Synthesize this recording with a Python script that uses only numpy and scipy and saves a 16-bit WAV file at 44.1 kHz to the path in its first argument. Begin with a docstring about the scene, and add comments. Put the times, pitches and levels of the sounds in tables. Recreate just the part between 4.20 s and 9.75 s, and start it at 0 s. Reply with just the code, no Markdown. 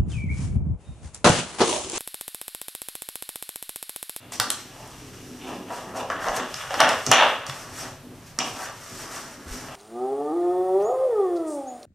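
"""Plug, dock and plastic case on a desk

A plug snaps into a plastic dock; then a hand drags and knocks a hollow plastic case across the desk.
Knocks and stick-slip grains ring the case's modes, cable and sleeve rustle, and the desk top thumps.
A small hard room answers; room rumble and microphone hiss lie below."""
import sys
import numpy as np
from scipy import signal
from scipy.io import wavfile

SR = 44100
rng = np.random.default_rng(int(sys.argv[2]) if len(sys.argv) > 2 else 0)


def wrap_up_sound(samples):
    """Save the sound to the file named by the first command line argument, as 16-bit audio."""
    columns = np.atleast_2d(samples).T
    # keep every value between -1 and 1, then stretch to whole-number steps
    tamed = np.clip(columns, -1, 1)
    steps = np.round(tamed * 32767).astype(np.int16)
    wavfile.write(sys.argv[1], SR, steps)


N = 244960

# The hollow case's voice in three registers. 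Each row: pitch in Hz, width in Hz, gain in dB.
CASE_LOW = [(609.6, 180, -9.5), (758, 80, -8.5), (894, 265, -11.5)]
CASE_MID = [(1106, 330, -11.5), (1375, 212, -4), (1506, 185, -5), (1817, 313, -10.5)]
CASE_HIGH = [(2313, 300, -6.5), (2825, 227, -3), (3403, 430, -7.5)]
# Sharp hits. Each row: start in seconds, snap level in dB, snap pitch in Hz, crack level in dB,
# knock into the mid and high modes in dB, knock into the low modes in dB. Each layer has its own trim.
TAPS = [(0.1206, -26.5, 7140, -38, -52, -29.5), (0.1989, -8, 4200, -12, -16, -21),
        (0.3027, -13, 3560, -10.5, -26, -35), (0.6754, -51, 5900, -41, -64, -61),
        (1.9005, -28, 5300, -62, -25, -19.5), (2.0671, -32, 3630, -57, -41, -17),
        (2.0842, -22, 5600, -59, -28, -20.5), (2.342, -19, 4760, -55, -33, -47),
        (2.5074, -30, 5110, -57, -28, -18), (2.5409, -21, 4940, -54, -22, -18),
        (2.603, -6.5, 5400, -15.5, -13, -7.5), (2.6908, -13, 4770, -24.5, -16, -21),
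        (2.8644, -11.5, 5500, -47, -27, -29), (2.8721, -19, 5460, -41, -28.5, -22.5),
        (2.915, -1.5, 5820, -11.5, -10.5, -7.5), (3.2659, -24.5, 5370, -37, -38, -39),
        (3.2968, -22, 3330, -35, -28, -37), (4.1879, -9.5, 5650, -25, -23, -37)]


def taps():
    """Each contact is a brief rattle, a pitched snap with a bright crack, plus a knock into the case."""
    snaps, blows = np.zeros(N), np.zeros((2, N))
    t, ring_t = np.arange(400) / SR, np.arange(2600) / SR
    chatters = rng.standard_normal((len(TAPS), len(ring_t))) * np.exp(-ring_t / 0.013)   # after the blow
    rattles = rng.standard_normal((len(TAPS), 2, len(t))) * np.minimum(t / 0.00018, 1)
    push = (t / 0.00005) ** 2 * np.exp(-t / 0.00005)   # a hard contact is a short, rounded push
    for (start, snap_db, hz, crack_db, *knock_db), rattle, chatter in zip(TAPS, rattles, chatters):
        at = round(start * SR)
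        snap = resonance(resonance(rattle[0] * np.exp(-t / 0.0026), hz, 1760), hz, 3900)
        crack = resonance(resonance(rattle[1] * np.exp(-t / 0.002), 9100, 4000), 8700, 7400)
        snaps[at:at + len(t)] += from_db(snap_db - 12.5) * rms_one(snap)
        snaps[at:at + len(t)] += from_db(crack_db - 11) * rms_one(crack)
        force = from_db(knock_db)[:, None]
        blows[:, at:at + len(t)] += from_db(30) * force * push
        blows[:, at:at + len(ring_t)] += from_db(15) * force * chatter
    upper, lower = blows
    knocks = body(upper, CASE_MID) + from_db(-9) * body(upper, CASE_HIGH) + body(lower, CASE_LOW)
    return snaps, knocks


# The scrape's ride. Each row: time in seconds, low-mode level in dB, then mid and high modes
# in dB relative to the low ones.
DRAG = [(0.45, -54, -1, 5), (0.61, -39.5, -11, -11), (0.8, -56.5, 1, 5.5), (1.19, -53.5, -2, -1),
        (1.22, -46.5, -6, 9), (1.3, -30.5, -11, -8), (1.46, -52.5, -7, 1.5), (1.51, -27.5, -9, -14),
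        (1.54, -31, -8, -14), (1.57, -39.5, 4, -4), (1.64, -39, -13, -7), (1.7, -37.5, -4, -12),
        (1.71, -54, 12, -9.5), (1.74, -35, -15, -24), (1.8, -24, -31, -12), (1.88, -45, -16, -6),
        (1.91, -32.5, 8, -14), (1.97, -36.5, 2.5, -3), (2.08, -23.5, -1, -13), (2.11, -25.5, -5, -18),
        (2.14, -29, -5, -7), (2.17, -24, 0, -7.5), (2.31, -46.5, -1, 4), (2.37, -41.5, 7, 7),
        (2.49, -39, 2.5, 1), (2.51, -28, -5, -5), (2.58, -32, 1, 2), (2.61, -16.5, 3.5, -1.5),
        (2.75, -25.5, -1, -2.5), (2.85, -85.5, 35, 37), (2.91, -21.5, -20, -9), (2.92, -21, 8, 11.5),
        (3.02, -15, -0.5, -0.5), (3.18, -44.5, 6, 8.5), (3.19, -45, -7, -2), (3.22, -41.5, 4.5, 4.5),
        (3.55, -47, 0, -9), (3.62, -34.5, 2.5, -3.5), (3.82, -62, -6, -2), (4.16, -55, -1, -20),
        (4.2, -29.5, -6, 4.5), (4.34, -40, -5, -5), (4.43, -31.5, 2, -13), (4.47, -39, 4, -1),
        (4.53, -42, -6, -8), (4.6, -50.5, 2, -5), (4.97, -39.5, 3, -8), (5.16, -52, 0.5, -9),
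        (5.35, -45, 6, -14), (5.55, -35, -10, -4.5)]


def case_drag():
    """Uneven slips excite the case; grip and contact decide which modes answer."""
    level_db, mid_db, high_db = in_time(DRAG)
    slips = grains(2200, spread_db=3.0) * from_db(1.5 * drift(35))
    low, mid, high = (rms_one(body(slips, modes)) for modes in (CASE_LOW, CASE_MID, CASE_HIGH))
    return from_db(level_db - 7) * (low + from_db(mid_db) * mid + from_db(high_db) * high)


# Low weight from the desk. Each row: start in seconds, level in dB before trim, pitch in Hz.
THUMPS = [(0.195, -35, 112), (2.089, -38, 37.7), (2.612, -43, 143), (2.869, -32.5, 150), (2.889, -26, 125),
          (3.288, -33, 134), (5.265, -37, 78), (5.31, -31.5, 42)]


def desk_thumps():
    """The desk top gives a low damped swing."""
    out, t = np.zeros(N), np.arange(SR // 4) / SR
    for start, level_db, hz in THUMPS:
        at = round(start * SR)
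        swing = np.sin(2 * np.pi * hz * t) * (1 - np.exp(-t / 0.0034)) * np.exp(-t / 0.024)
        out[at:at + len(t)] += (from_db(level_db + 5) * swing)[:N - at]
    return out


# The desk top's modes. Each row: pitch in Hz, width in Hz, gain in dB.
DESK_MODES = [(180, 64, -3.5), (249, 46, 3.5), (361, 102, -1.5)]
# Forearm and case weighing on the desk. Each row: time in seconds, level in dB.
LEANING = [(0.0, -54), (0.22, -47.5), (0.34, -54.5), (1.07, -51), (1.33, -37), (1.5, -47), (2.22, -42.5),
           (2.43, -75), (2.64, -33), (2.83, -70), (2.87, -35.5), (3.01, -43), (3.17, -53), (3.57, -56),
           (3.62, -46), (3.8, -67), (3.86, -44.5), (4.16, -76), (4.19, -42), (4.67, -64.5), (4.74, -44.5),
           (5.1, -54), (5.39, -42), (5.55, -62)]


def desk_hum():
    """The desk top hums along as forearm and case rub on it."""
    level_db, = in_time(LEANING)
    return from_db(level_db) * rms_one(body(grains(600, spread_db=4.0), DESK_MODES))


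# Cable and sleeve, one list per stretch of handling. Each row: time in seconds, level in dB before trim.
RUSTLE = [
    [(0.0, -67), (0.11, -73), (0.124, -34), (0.19, -48.5)],
    [(0.4, -45), (0.458, -51.5), (1.264, -50.5), (1.28, -45.5), (1.458, -57), (1.554, -43.5), (1.732, -56),
     (1.77, -38), (1.862, -57), (1.91, -48), (1.98, -55), (2.022, -40.5), (2.136, -45.5), (2.168, -26.5),
     (2.19, -52), (2.286, -48), (2.33, -44.5)],
    [(2.38, -42.5), (2.494, -44.5), (2.548, -41.5), (2.59, -40)],
    [(3.1, -43.5), (3.26, -62), (3.262, -43.5), (3.42, -43.5), (3.454, -51.5), (3.608, -37), (3.814, -65),
     (4.058, -55), (4.07, -48), (4.142, -64), (4.17, -57)],
    [(4.27, -40), (4.318, -43.5), (4.448, -37.5), (4.49, -51), (4.576, -48.5), (4.8, -39), (4.89, -45),
     (4.926, -37.5), (5.196, -53), (5.268, -50.5), (5.336, -38), (5.542, -53), (5.55, -44)],
]
# The cloth's EQ. Each row: frequency in Hz, gain in dB.
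CLOTH_EQ = [(880, -38), (1500, -9.5), (1650, -7), (2250, -6), (3710, -11), (5720, -6.5), (8830, -9),
            (11000, -15.5), (15000, -22)]


def rustle():
    """Fine fibres catch and let go: very dense grains in a bright colour with a scratchy peak."""
    fibres = np.array([grains(9000, spread_db=2.5) for _ in range(2)])
    cloth = rms_one(sum(from_db(at_hz(CLOTH_EQ, hz)) * band for hz, band in bands(fibres) if hz > 1200))
    scratch = rms_one(resonance(grains(1500, spread_db=3.0), 5700, 330))
    level_db, = in_time(np.vstack(RUSTLE))
    flicker_db = 1.2 * drift(25)
    return from_db(level_db - 2 + flicker_db) * (cloth + from_db(-7.5) * scratch)


# The room's decay. Each row: frequency in Hz, seconds to fall by 60 dB.
ROOM_T60 = [(150, 0.49), (600, 0.45), (2000, 0.46), (6000, 0.39), (12000, 0.14)]
# Its tone. Each row: frequency in Hz, gain in dB.
ROOM_EQ = [(100, -6), (500, 9.5), (2000, 0), (6000, 3), (13000, 0.5)]
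# Its stereo width. Each row: frequency in Hz, side over mid in dB.
ROOM_WIDTH = [(100, -21.5), (1000, -23.5), (4000, -7), (8000, -1), (12000, 11)]


def room(x):
    """Diffuse echoes as mid and side: noise that builds up after the first walls and dies band by band."""
    t, tail = np.arange(int(0.8 * SR)) / SR, 0
    for hz, (mid, side) in bands(rng.standard_normal((2, 2, len(t)))):
        decay = from_db(at_hz(ROOM_EQ, hz) - 60 * t / at_hz(ROOM_T60, hz))
        tail = tail + decay * np.array([mid, from_db(at_hz(ROOM_WIDTH, hz)) * side])
    tail = tail * np.clip((t - 0.003) / 0.0059, 0, 1)   # 3 ms pre-delay, then a fade-in
    tail = tail / np.sqrt(np.sum(tail[0] ** 2))
    return signal.fftconvolve(x[None], tail, axes=1)[:, :N]


# The noise bed's tone. Each row: frequency in Hz, gain in dB.
BED_EQ = [(15, -37), (25, 0), (64, -5.5), (140, 7.5), (164, -3.5), (253, -12.5), (313, -27.5), (378, -12),
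          (495, -10), (3930, -21), (6210, -28), (8580, -25), (15500, -29)]
# Its stereo width. Each row: frequency in Hz, side over mid in dB.
BED_WIDTH = [(100, -19), (2000, -14), (6000, -5), (12000, 0)]


def rumble_and_hiss(level_db=-48):
    """Room rumble and microphone hiss as mid and side; the bass swells together, each band wavers."""
    bed, swell = 0, drift(2.5)
    for hz, (mid, side) in bands(rng.standard_normal((2, 2, N))):
        gain = from_db(at_hz(BED_EQ, hz) + 0.7 * drift(3.4) + 2.0 * swell * (hz < 300))
        bed = bed + gain * np.array([mid, from_db(at_hz(BED_WIDTH, hz)) * side])
    return from_db(level_db) * bed / np.std(bed[0])


def from_db(db):
    return 10 ** (np.asarray(db) / 20)


def rms_one(x):
    return x / np.sqrt(np.mean(x ** 2) + 1e-20)


def in_time(rows):
    """One automation curve for each column after the time."""
    times, *columns = np.transpose(rows)
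    return [np.interp(np.arange(N) / SR, times, column) for column in columns]


def at_hz(points, hz):
    freqs, values = np.transpose(points)
    return np.interp(np.log(hz), np.log(freqs), values)


def drift(rate_hz):
    """Slow random wander of spread 1."""
    hop, settle = 40, 2000
    r = np.exp(-2 * np.pi * rate_hz * hop / SR)
    slow = signal.lfilter([1], [1, -2 * r, r * r], rng.standard_normal(N // hop + settle + 2))[settle:]
    return np.interp(np.arange(N) / hop, np.arange(len(slow)), rms_one(slow))


def resonance(x, hz, width_hz):
    """Two-pole band-pass with gain 1 at its peak."""
    r = np.exp(-np.pi * width_hz / SR)
    gain = (1 - r * r) / 2
    return signal.lfilter([gain, 0, -gain], [1, -2 * r * np.cos(2 * np.pi * hz / SR), r * r], x + 1e-18)


def body(x, modes):
    """Parallel resonances with alternating signs; a second, wider pass deepens the valleys."""
    return sum((-1) ** k * from_db(db) * resonance(resonance(x, hz, width), hz, 4.54 * width)
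               for k, (hz, width, db) in enumerate(modes))


def bands(noise_pair):
    """Yields centre in Hz and half-octave band; neighbours take unrelated noise."""
    edges_hz = 25 * 2 ** np.arange(0, 9.6, 0.5)
    for k, (low, high) in enumerate(zip(edges_hz, edges_hz[1:])):
        sos = signal.butter(2, [low, high], "band", fs=SR, output="sos")
        yield np.sqrt(low * high), signal.sosfilt(sos, noise_pair[k % 2])


def grains(per_s, spread_db):
    """Stick-slip clicks at random moments with uneven sizes; rms 1."""
    sizes = from_db(spread_db * np.minimum(rng.exponential(1, N), 5)) * rng.choice([-1, 1], N)
    return rms_one(sizes * (rng.random(N) < per_s / SR))


def scene():
    """Close hits over rubbing, echoes and the noise bed, mixed as mid and side, then left and right."""
    snaps, knocks = taps()
    rubbing = case_drag() + desk_hum() + rustle()
    thumps = desk_thumps()
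    echoes = room(from_db(-6.5) * snaps + from_db(-5.5) * (knocks + rubbing))
    wide_rubbing = np.array([rubbing, from_db(-22) * np.roll(rubbing, 300)])
    high_cut = signal.cheby2(10, 30, 15300, fs=SR, output="sos")
    mid, side = signal.sosfilt(high_cut, wide_rubbing + echoes + rumble_and_hiss())
    mid = mid + snaps + knocks + thumps
    # Two close microphone ports give the hits a little width.
    side = side - from_db(-12.5) * np.diff(snaps, prepend=0)
    side = side + from_db(-25) * np.roll(knocks + thumps, 150)
    return np.array([from_db(-0.19) * (mid + side), from_db(-0.44) * (mid - side)])


def record(dry):
    """Peaks clip at full scale; a steep low-pass cuts the top."""
    high_cut = signal.cheby2(12, 60, 16450, fs=SR, output="sos")
    return signal.sosfilt(high_cut, np.clip(dry, -1, 1))


dry = scene()
out = record(dry)
wrap_up_sound(out)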